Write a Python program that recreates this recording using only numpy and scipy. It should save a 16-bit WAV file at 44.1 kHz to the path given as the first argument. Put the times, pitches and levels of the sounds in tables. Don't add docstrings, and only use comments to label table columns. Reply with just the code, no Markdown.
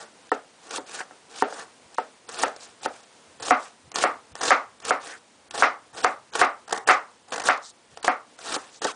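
import sys
import numpy as np
from scipy import signal
from scipy.fft import rfft, irfft, next_fast_len
from scipy.io import wavfile
from scipy.ndimage import uniform_filter1d, minimum_filter1d

SR = 44100
rng = np.random.default_rng(int(sys.argv[2]) if len(sys.argv) > 2 else 0)


def to_wav(sig):
    pcm = np.clip(np.atleast_2d(sig), -1, 1) * 32767
    pcm = np.round(pcm).astype(np.int16)
    wavfile.write(sys.argv[1], SR, pcm.T)


def volts_from_db(level):
    exponent = np.asarray(level, float) / 20
    return 10 ** exponent


N = 394694

# f/Hz, level/dB
CRACKLE_COLOUR = [(300, -35.5), (1000, 2), (2000, 1.5), (3000, -3), (4500, -3), (6000, -4), (8000, -5),
                  (10000, -10.5)]
# bite t/s, stop t/s, bite level/dB, stop level/dB
CUT_STROKES = [(0.715, 0.779, -36.5, -32), (1.297, 1.418, -53.5, -33), (1.916, 2.003, -57.5, -49.5),
               (2.276, 2.435, -50.5, -25), (2.811, 2.857, -51.5, -29.5), (3.423, 3.507, -40, -28),
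               (3.945, 4.037, -37, -22), (4.437, 4.503, -29.5, -23), (4.824, 4.899, -47, -22.5),
               (5.516, 5.614, -53.5, -24.5), (6.041, 6.044, -30.5, -23), (6.333, 6.416, -38.5, -23),
               (6.881, 6.891, -23, -25), (7.458, 7.484, -26.5, -22.5), (8.035, 8.075, -45.5, -28),
               (8.459, 8.562, -38, -28.5), (8.828, 8.915, -32.5, -34.5)]


def unit(x):
    return x / np.sqrt(np.mean(x ** 2))


def along(table, hz):
    points = np.array(table)
    return np.interp(np.log(hz + 1), np.log(points[:, 0]), points[:, 1])


def played(table, column=1):
    points = np.array(table)
    return np.interp(np.arange(N) / SR, points[:, 0], points[:, column])


def colour(x, table):
    cepstrum = irfft(np.log(volts_from_db(along(table, np.fft.rfftfreq(4096, 1 / SR)))))
    cepstrum[1:2048] *= 2
    cepstrum[2049:] = 0
    response = irfft(np.exp(rfft(cepstrum)))[:1024]
    return signal.fftconvolve(x, response)[:len(x)]


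def add(out, s, x):
    i = int(s * SR)
    out[i:i + len(x)] += x[:max(len(out) - i, 0)]


def flicker(rate, depth_db):
    hold = int(SR / rate)
    steps = np.repeat(rng.standard_normal(N // hold + 1), hold)[:N]
    return volts_from_db(depth_db * uniform_filter1d(steps, hold))


def bursts(density, spread_db):
    sizes = volts_from_db(spread_db * rng.exponential(size=N)) * rng.standard_normal(N)
    return sizes * (rng.random(N) < density / SR)


def patchy(x, depth_db):
    size = next_fast_len(N)
    spectrum = rfft(x, size)
    octave = np.log2(np.fft.rfftfreq(size, 1 / SR) + 1)
    centres = np.log2([1500, 2500, 4000, 6000, 9000])
    out = np.zeros(N)
    for row in np.eye(len(centres)):
        band = irfft(spectrum * np.interp(octave, centres, row), size)[:N]
        out += band * flicker(90, depth_db)
    return out


def room_answer(rise_s):
    # f/Hz, T60/s
    room_decay = [(150, 0.055), (400, 0.27), (1040, 0.29), (2760, 0.18), (7280, 0.25)]
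    t = np.arange(SR // 3) / SR
    noise = rfft(rng.standard_normal(len(t)))
    hz = np.fft.rfftfreq(len(t), 1 / SR)
    centres = 150 * 2. ** np.arange(7)
    tail = np.zeros(len(t))
    for centre, row in zip(centres, np.eye(len(centres))):
        share = np.interp(np.log(hz + 1), np.log(centres), row)
        tail += irfft(noise * share, len(t)) * volts_from_db(-60 * t / along(room_decay, centre))
    return tail * (1 - np.exp(-(t / rise_s) ** 2))


def hiss():
    # f/Hz, level/dB
    hiss_colour = [(15, -38.5), (25, -37.5), (172, -10), (227, -3.5), (414, -5.5), (482, -2.5), (574, -6),
                   (972, -5), (1130, -9), (2340, -12), (10000, -16.5), (13000, -75.5), (22000, -120)]
    # t/s, level/dB
    hiss_level = [(0, -54.5), (4.4, -55), (5, -56.5), (7.2, -57.5), (7.9, -58), (8.95, -55)]
    return unit(colour(rng.standard_normal(N), hiss_colour)) * volts_from_db(played(hiss_level)) * flicker(11, 1.0)


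def strokes():
    # start t/s, fastest t/s, end t/s, crackle level/dB, hum over crackle/dB
    blade_sweeps = [(-.05, 0, 0.066, -41.5, 7.5), (0.59, 0.69, .702, -47.5, 5.5),
                    (0.86, 0.957, 1.035, -36, 1.5), (1.46, 1.605, 1.65, -40, 6),
                    (2.523, 2.63, 2.75, -47.5, 1.5), (2.875, 2.95, 3.08, -52, 3),
                    (4.346, 4.43, 4.52, -42.5, 7.5), (3.54, 3.666, 3.71, -45, -5),
                    (4.998, 5.06, 5.185, -41, 2.5), (5.928, 5.976, 6.145, -39.5, 7),
                    (6.676, 6.762, 6.8, -47, 16), (7.279, 7.344, 7.46, -46, 10.5),
                    (7.892, 7.92, 8.22, -56, 4.5), (8.38, 8.426, 8.77, -43, 1.5),
                    (8.898, 8.914, 8.8, -42, 7)]
    press_s, press_db = 0.023, -24
    bite_hum_db, stop_hum_db = 5.5, 2
    sweep_ends_db = -16
    cuts = [[(bite - press_s, db + press_db, bite_hum_db), (bite, db, bite_hum_db), (stop, stop_db, stop_hum_db)]
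            for bite, stop, db, stop_db in CUT_STROKES]
    sweeps = []
    for start, fastest, end, db, hum_db in blade_sweeps:
        corners = []
        for u in np.linspace(-1, 1, 9):
            reach = end - fastest if u > 0 else fastest - start
            corners.append((fastest + u * reach, db + sweep_ends_db * u ** 2, hum_db))
        sweeps.append(corners)
    return cuts + sweeps


def snaps():
    # t/s, peak level/dB, length/ms
    rib_snaps = [(.2924, -35, 1.3), (1.976, -30, 3.3), (2.2882, -35, 6.6), (2.479, -28.5, 3.2),
                 (2.562, -31.5, 2.2), (2.8505, -27, 2.4), (3.397, -32, 6.1), (3.423, -28, 5),
                 (3.478, -26, 4.9), (3.9579, -16.5, 1.1), (3.9844, -19.5, 2.2), (4.3531, -25, 1.6),
                 (4.3634, -29.5, 1), (4.408, -22, 4.8), (4.431, -22, 5.2), (5.538, -25.5, 8.2),
                 (5.5764, -22, 3.9), (6.351, -17.5, 4.7), (6.391, -21, 6.7), (6.7068, -26.5, 2.6),
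                 (6.724, -16.5, 3.8), (6.873, -19.5, 4), (7.332, -22.5, 3), (8.3888, -37, 2.3),
                 (7.9726, -25, 1.6), (8.0431, -18.5, 5.2), (8.8173, -23.5, 2.9)]
    # t/s, peak level/dB
    shred_cracks = [(.269, -41), (0.708, -23), (0.76, -28), (0.993, -30), (1.359, -35), (1.944, -31),
                    (2.46, -35), (2.8316, -25), (2.962, -36), (3.916, -31.5), (3.941, -29), (4.3184, -42),
                    (4.388, -32), (4.8, -30.5), (4.85, -23), (5.07, -38), (5.5082, -23.5), (5.954, -44),
                    (6.334, -31.5), (6.4455, -20.5), (6.9104, -14), (7.283, -40), (7.305, -35),
                    (7.574, -31), (8.027, -24), (8.4136, -33), (8.844, -14.5)]
    # first t/s, spacing/ms, first level/dB, last level/dB
    layer_runs = [
        (6.6765, 16.37, -35, -22.5),
        (7.32, 19.4, -20.5, -24),
    ]
    rib_hum_db, shred_hum_db = 4.5, -2.5
    shred_s, layer_s, layers = 0.00244, 0.00395, 7
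    events = [(s, db, rib_hum_db, ms / 1000) for s, db, ms in rib_snaps]
    events += [(s, db, shred_hum_db, shred_s) for s, db in shred_cracks]
    for s, gap_ms, db, last_db in layer_runs:
        for k in range(layers):
            layer_db = db + (last_db - db) * k / (layers - 1)
            events.append((s + k * gap_ms / 1000, layer_db, rib_hum_db, layer_s))
    return events


def cutting():
    # f/Hz, level/dB
    hum_colour = [(80, -22), (150, -11), (280, -5), (480, 5), (620, -1), (760, 8), (1270, 3.5), (2000, 2.5),
                  (3000, -27.5)]
    t = np.arange(N) / SR
    crackle_gain, hum_gain = np.zeros(N), np.zeros(N)
    for stroke in strokes():
        s, db, hum_db = np.transpose(stroke)
        fade_in = np.clip((t - s[0]) / 0.0016, 0, 1)
        fade_out = np.clip((s[-1] - t) / 0.009 + 1, 0, 1)
        edge = fade_in * fade_out
        crackle_gain += edge * volts_from_db(np.interp(t, s, db))
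        hum_gain += edge * volts_from_db(np.interp(t, s, db + np.minimum(hum_db, 14)) - 5.0)
    for s, db, hum_db, length in snaps():
        u = np.arange(SR // 30) / SR / length
        puff = u * np.exp(1 - u) * np.exp(-.2 * u ** 2)
        add(crackle_gain, s, puff * volts_from_db(db - 7.0))
        add(hum_gain, s, puff * volts_from_db(db + hum_db - 8.5))
    cells = unit(bursts(14000, 1.8) * flicker(120, 1.6))
    crackle = unit(patchy(colour(cells, CRACKLE_COLOUR), 2.6)) * crackle_gain
    hum = colour(cells * hum_gain, hum_colour) / np.std(colour(cells, hum_colour))
    answer = room_answer(0.0024)
    sent_to_room = hum * volts_from_db(-5.5) + crackle * volts_from_db(-14.5)
    wet = signal.fftconvolve(sent_to_room, answer / np.linalg.norm(answer))[:N]
    return crackle + hum + wet


def knocks():
    # t/s, peak level/dB, room answer level/dB, tilt/(dB per octave)
    board_blows = [(0.3172, -9, -9.5, 0.5), (0.7816, -24, -6.5, -8.5), (1.005, -25, -8, 7),
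                   (1.1092, -36, -6, 1), (1.4225, -6, -10, -0.5), (1.5247, -26, -13, 0),
                   (1.9833, -11.5, -10.5, 2.5), (2.4344, -7, -6.5, 3.5), (2.8592, -12, -10, 0.5),
                   (3.5078, 2, -6.5, -4.5), (4.0387, -4, -6.5, -3), (4.5063, -2, -2, 0.5),
                   (4.9072, -5.5, -8, -2.5), (5.623, 0, -4, 1.5), (6.0458, -2.5, -10, -4),
                   (6.4145, 4, -5.5, -1.5), (6.8879, -1.5, -0.5, 1.5), (7.4871, -3.5, -4.5, 3),
                   (8.0791, -4, -7.5, -2.5), (8.5635, -18.5, -13.5, -0.5), (8.8504, -13.5, -16, -2)]
    # f/Hz, level/dB, T60/s
    mid_modes = [(285, -17.5, .06), (413, -6.5, .04), (531, 3.5, 0.036), (741, 5.5, 0.13), (896, -2, 0.051),
                 (1244, -1, 0.11), (1336, 7.5, 0.048), (1570, 15, 0.01), (1880, -16, 0.032),
                 (2000, -14, .02), (2640, -9.5, 0.018)]
    # f/Hz, level/dB, T60/s
    rim_modes = [(295, -6.5, 0.073), (413.4, -6.5, .1), (500, 3.5, .04), (745, 0.5, 0.074), (890, 3.5, .05),
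                 (1200, -15.5, 0.033), (1310, -10, 0.12), (1490, -2, 0.017), (1808, -4.5, 0.032),
                 (2025, -24, 0.036), (2830, -13.5, 0.018)]
    # f/Hz, level/dB
    mid_room = [(88, -56.5), (150, -43.5), (263, -6), (361, -12), (742, -3), (983, -4.5), (1210, 1),
                (1640, -7), (2060, -3.5), (3250, -22), (5310, -26.5), (10000, -47.5), (13000, -85.5),
                (22000, -120)]
    # f/Hz, level/dB
    rim_room = [(88, -67), (150, -32), (257, -5), (362, -12.5), (409, -5.5), (630, -5.5), (758, -6),
                (1120, -16), (1260, -9.5), (1620, -14), (6000, -39.5), (7800, -47), (13200, -120)]
    # t/s, t/s
    mid_board_span = (3.2, 8.3)
    out = np.zeros(N)
    t = np.arange(SR // 5) / SR
    same_walls = room_answer(.007)
    for s, db, room_db, tilt_db in board_blows:
        db = min(db, -1.5)
        rim = not mid_board_span[0] < s < mid_board_span[1]
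        hz, mode_db, t60 = (c[:, None] for c in np.transpose(rim_modes if rim else mid_modes))
        spot = rng.standard_normal((3, len(hz), 1))
        gain = volts_from_db(mode_db + tilt_db * np.log2(hz / 1000) + 2.5 * spot[0] - 60 * t / t60)
        ring = gain * np.sin(2 * np.pi * hz * (1 + .006 * spot[1]) * t + 2 * spot[2])
        contact_ms = 0.31 if rim else 0.27
        u = (t[:128] - .001) / (.7 * contact_ms / 1000)
        swing = (u ** 2 - 1) * np.exp(-u ** 2 / 2)
        blow = ring.sum(axis=0) * (1 - np.exp(-(t / 0.00055) ** 2))
        blow = signal.lfilter(*signal.butter(2, 200, "highpass", fs=SR), blow)
        tick = colour(rng.standard_normal(len(t)) * np.exp(-t / .0015), CRACKLE_COLOUR)
        add(out, s, volts_from_db(db + 2.5) * swing)
        add(out, s + .001, volts_from_db(db - 4 + 3.7 * rim) * blow / np.abs(blow).max())
        add(out, s + 0.00042, volts_from_db(db - 13.5) * tick / np.abs(tick).max())
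        walls = same_walls + room_answer(.007)
        shape = rim_room if rim else mid_room
        answer = colour(walls, [(f, v + .5 * tilt_db * np.log2(f / 1000)) for f, v in shape])
        add(out, s + .001, volts_from_db(db + room_db - 11 - 3.2 * rim) * answer / np.std(answer[:SR // 30]))
    return out


def scraping():
    # start t/s, lift t/s, level/dB
    grain_scrapes = [
        (.9, 1.045, -42),
        (1.55, 1.645, -42),
        (.99, 1.02, -34),
        (5.03, 5.185, -42),
    ]
    # t/s, half length/s, level/dB
    shred_rustles = [
        (0.34, 0.014, -45),
        (7.668, 0.046, -46),
        (2.635, .03, -46),
        (8.76, .04, -50.5),
        (5.6, .02, -46),
        (6.92, 0.028, -37.5),
    ]
    # low f/Hz, high f/Hz
    rustle_band = [3660, 8060]
    scrape_hz, scrape_width_hz = 1620, 620
    t = np.arange(N) / SR
    drag, flutter = np.zeros(N), np.zeros(N)
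    for start, lift, db in grain_scrapes:
        drag += volts_from_db(db) * np.interp(t, [start, start + .7 * (lift - start), lift], [0, 1, 0])
    for s, half, db in shred_rustles:
        flutter += volts_from_db(db) * np.exp(-((t - s) / half) ** 4)
    chatter = signal.iirpeak(scrape_hz, scrape_hz / scrape_width_hz, fs=SR)
    grains = signal.lfilter(*chatter, bursts(4000, 1.5) * flicker(70, 3))
    grains = signal.lfilter(*chatter, grains)
    treble = signal.butter(3, rustle_band, "bandpass", fs=SR, output="sos")
    rustle = signal.sosfilt(treble, bursts(9000, 2.5))
    return unit(grains) * drag + unit(patchy(rustle, 3)) * flutter


def table_top():
    # t/s, level/dB
    hand_thumps = [
        (1.85, -64),
        (3.3, -68),
        (3.42, -57),
        (3.87, -56),
        (4.33, -53),
        (5.55, -58),
        (5.95, -63),
        (7.94, -59),
    ]
    rest_db, over_cut_db = -80, -39
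    rise_db_s, fall_db_s = 98.5, 123
    thump_s = .02
    t = np.arange(N) / SR
    lean = volts_from_db(rest_db)
    for _, stop, _, stop_db in CUT_STROKES:
        slope = np.where(t < stop, rise_db_s, fall_db_s)
        lean = lean + volts_from_db(stop_db + over_cut_db - slope * np.abs(t - stop))
    for s, db in hand_thumps:
        lean = lean + volts_from_db(db) * np.exp(-((t - s) / thump_s) ** 2)
    band = signal.butter(2, [70, 150], "bandpass", fs=SR, output="sos")
    return unit(signal.sosfilt(band, rng.standard_normal(N))) * lean


def squeak():
    # t/s, f/Hz, level/dB
    squeak_glide = [(8.86, 1800, -50), (8.868, 1650, -34), (8.888, 1200, -29), (8.905, 980, -34),
                    (8.92, 850, -52)]
    phase = 2 * np.pi * np.cumsum(played(squeak_glide) * flicker(300, 0.26)) / SR
    tone = np.sin(phase) + 0.29 * np.sin(2 * phase) + 0.22 * np.sin(3 * phase)
    t = np.arange(N) / SR
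    moving = (t > squeak_glide[0][0]) & (t < squeak_glide[-1][0])
    return tone * volts_from_db(played(squeak_glide, column=2)) * flicker(200, 2.5) * moving


def scene():
    return (hiss() + cutting() + knocks() + scraping() + table_top() + squeak())[None]


def starve(x, own_db, mask_db):
    _, _, z = signal.stft(x, nperseg=256, padded=True)
    power = uniform_filter1d(np.abs(z) ** 2, size=5, axis=0)
    power = uniform_filter1d(power, size=2, axis=1)
    loudest_near = -minimum_filter1d(-power, size=15, axis=1, origin=-1)
    treble = np.clip(np.fft.rfftfreq(256, 1 / SR)[:, None] / 5000, 0, 1.2) ** 3
    floor = loudest_near * volts_from_db(2 * own_db) * (.15 + 2 * treble)
    floor = floor + loudest_near.max(axis=0) * volts_from_db(2 * mask_db) * treble
    blocks = rng.standard_normal((power.shape[0] // 6 + 1, power.shape[1] // 3 + 1))
    blocks = np.kron(blocks, np.ones((6, 3)))
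    floor = floor * volts_from_db(11 * blocks[:power.shape[0], :power.shape[1]])
    return signal.istft(z * (power > floor), nperseg=256)[1][:len(x)]


def band_limit(x):
    return signal.sosfilt(signal.butter(12, 10420, fs=SR, output="sos"), x)


def record(dry):
    mic = signal.butter(1, 25, "highpass", fs=SR, output="sos")
    top_cut = signal.ellip(10, .3, 75, 9932, fs=SR, output="sos")
    x = signal.sosfilt(mic, dry[0])
    x = x / (1 + np.abs(x / .95) ** 4) ** .25
    x = starve(x, own_db=-18.5, mask_db=-48)
    mix = signal.sosfilt(top_cut, x)[None]
    return band_limit(mix)


dry = scene()
out = record(dry)
to_wav(out)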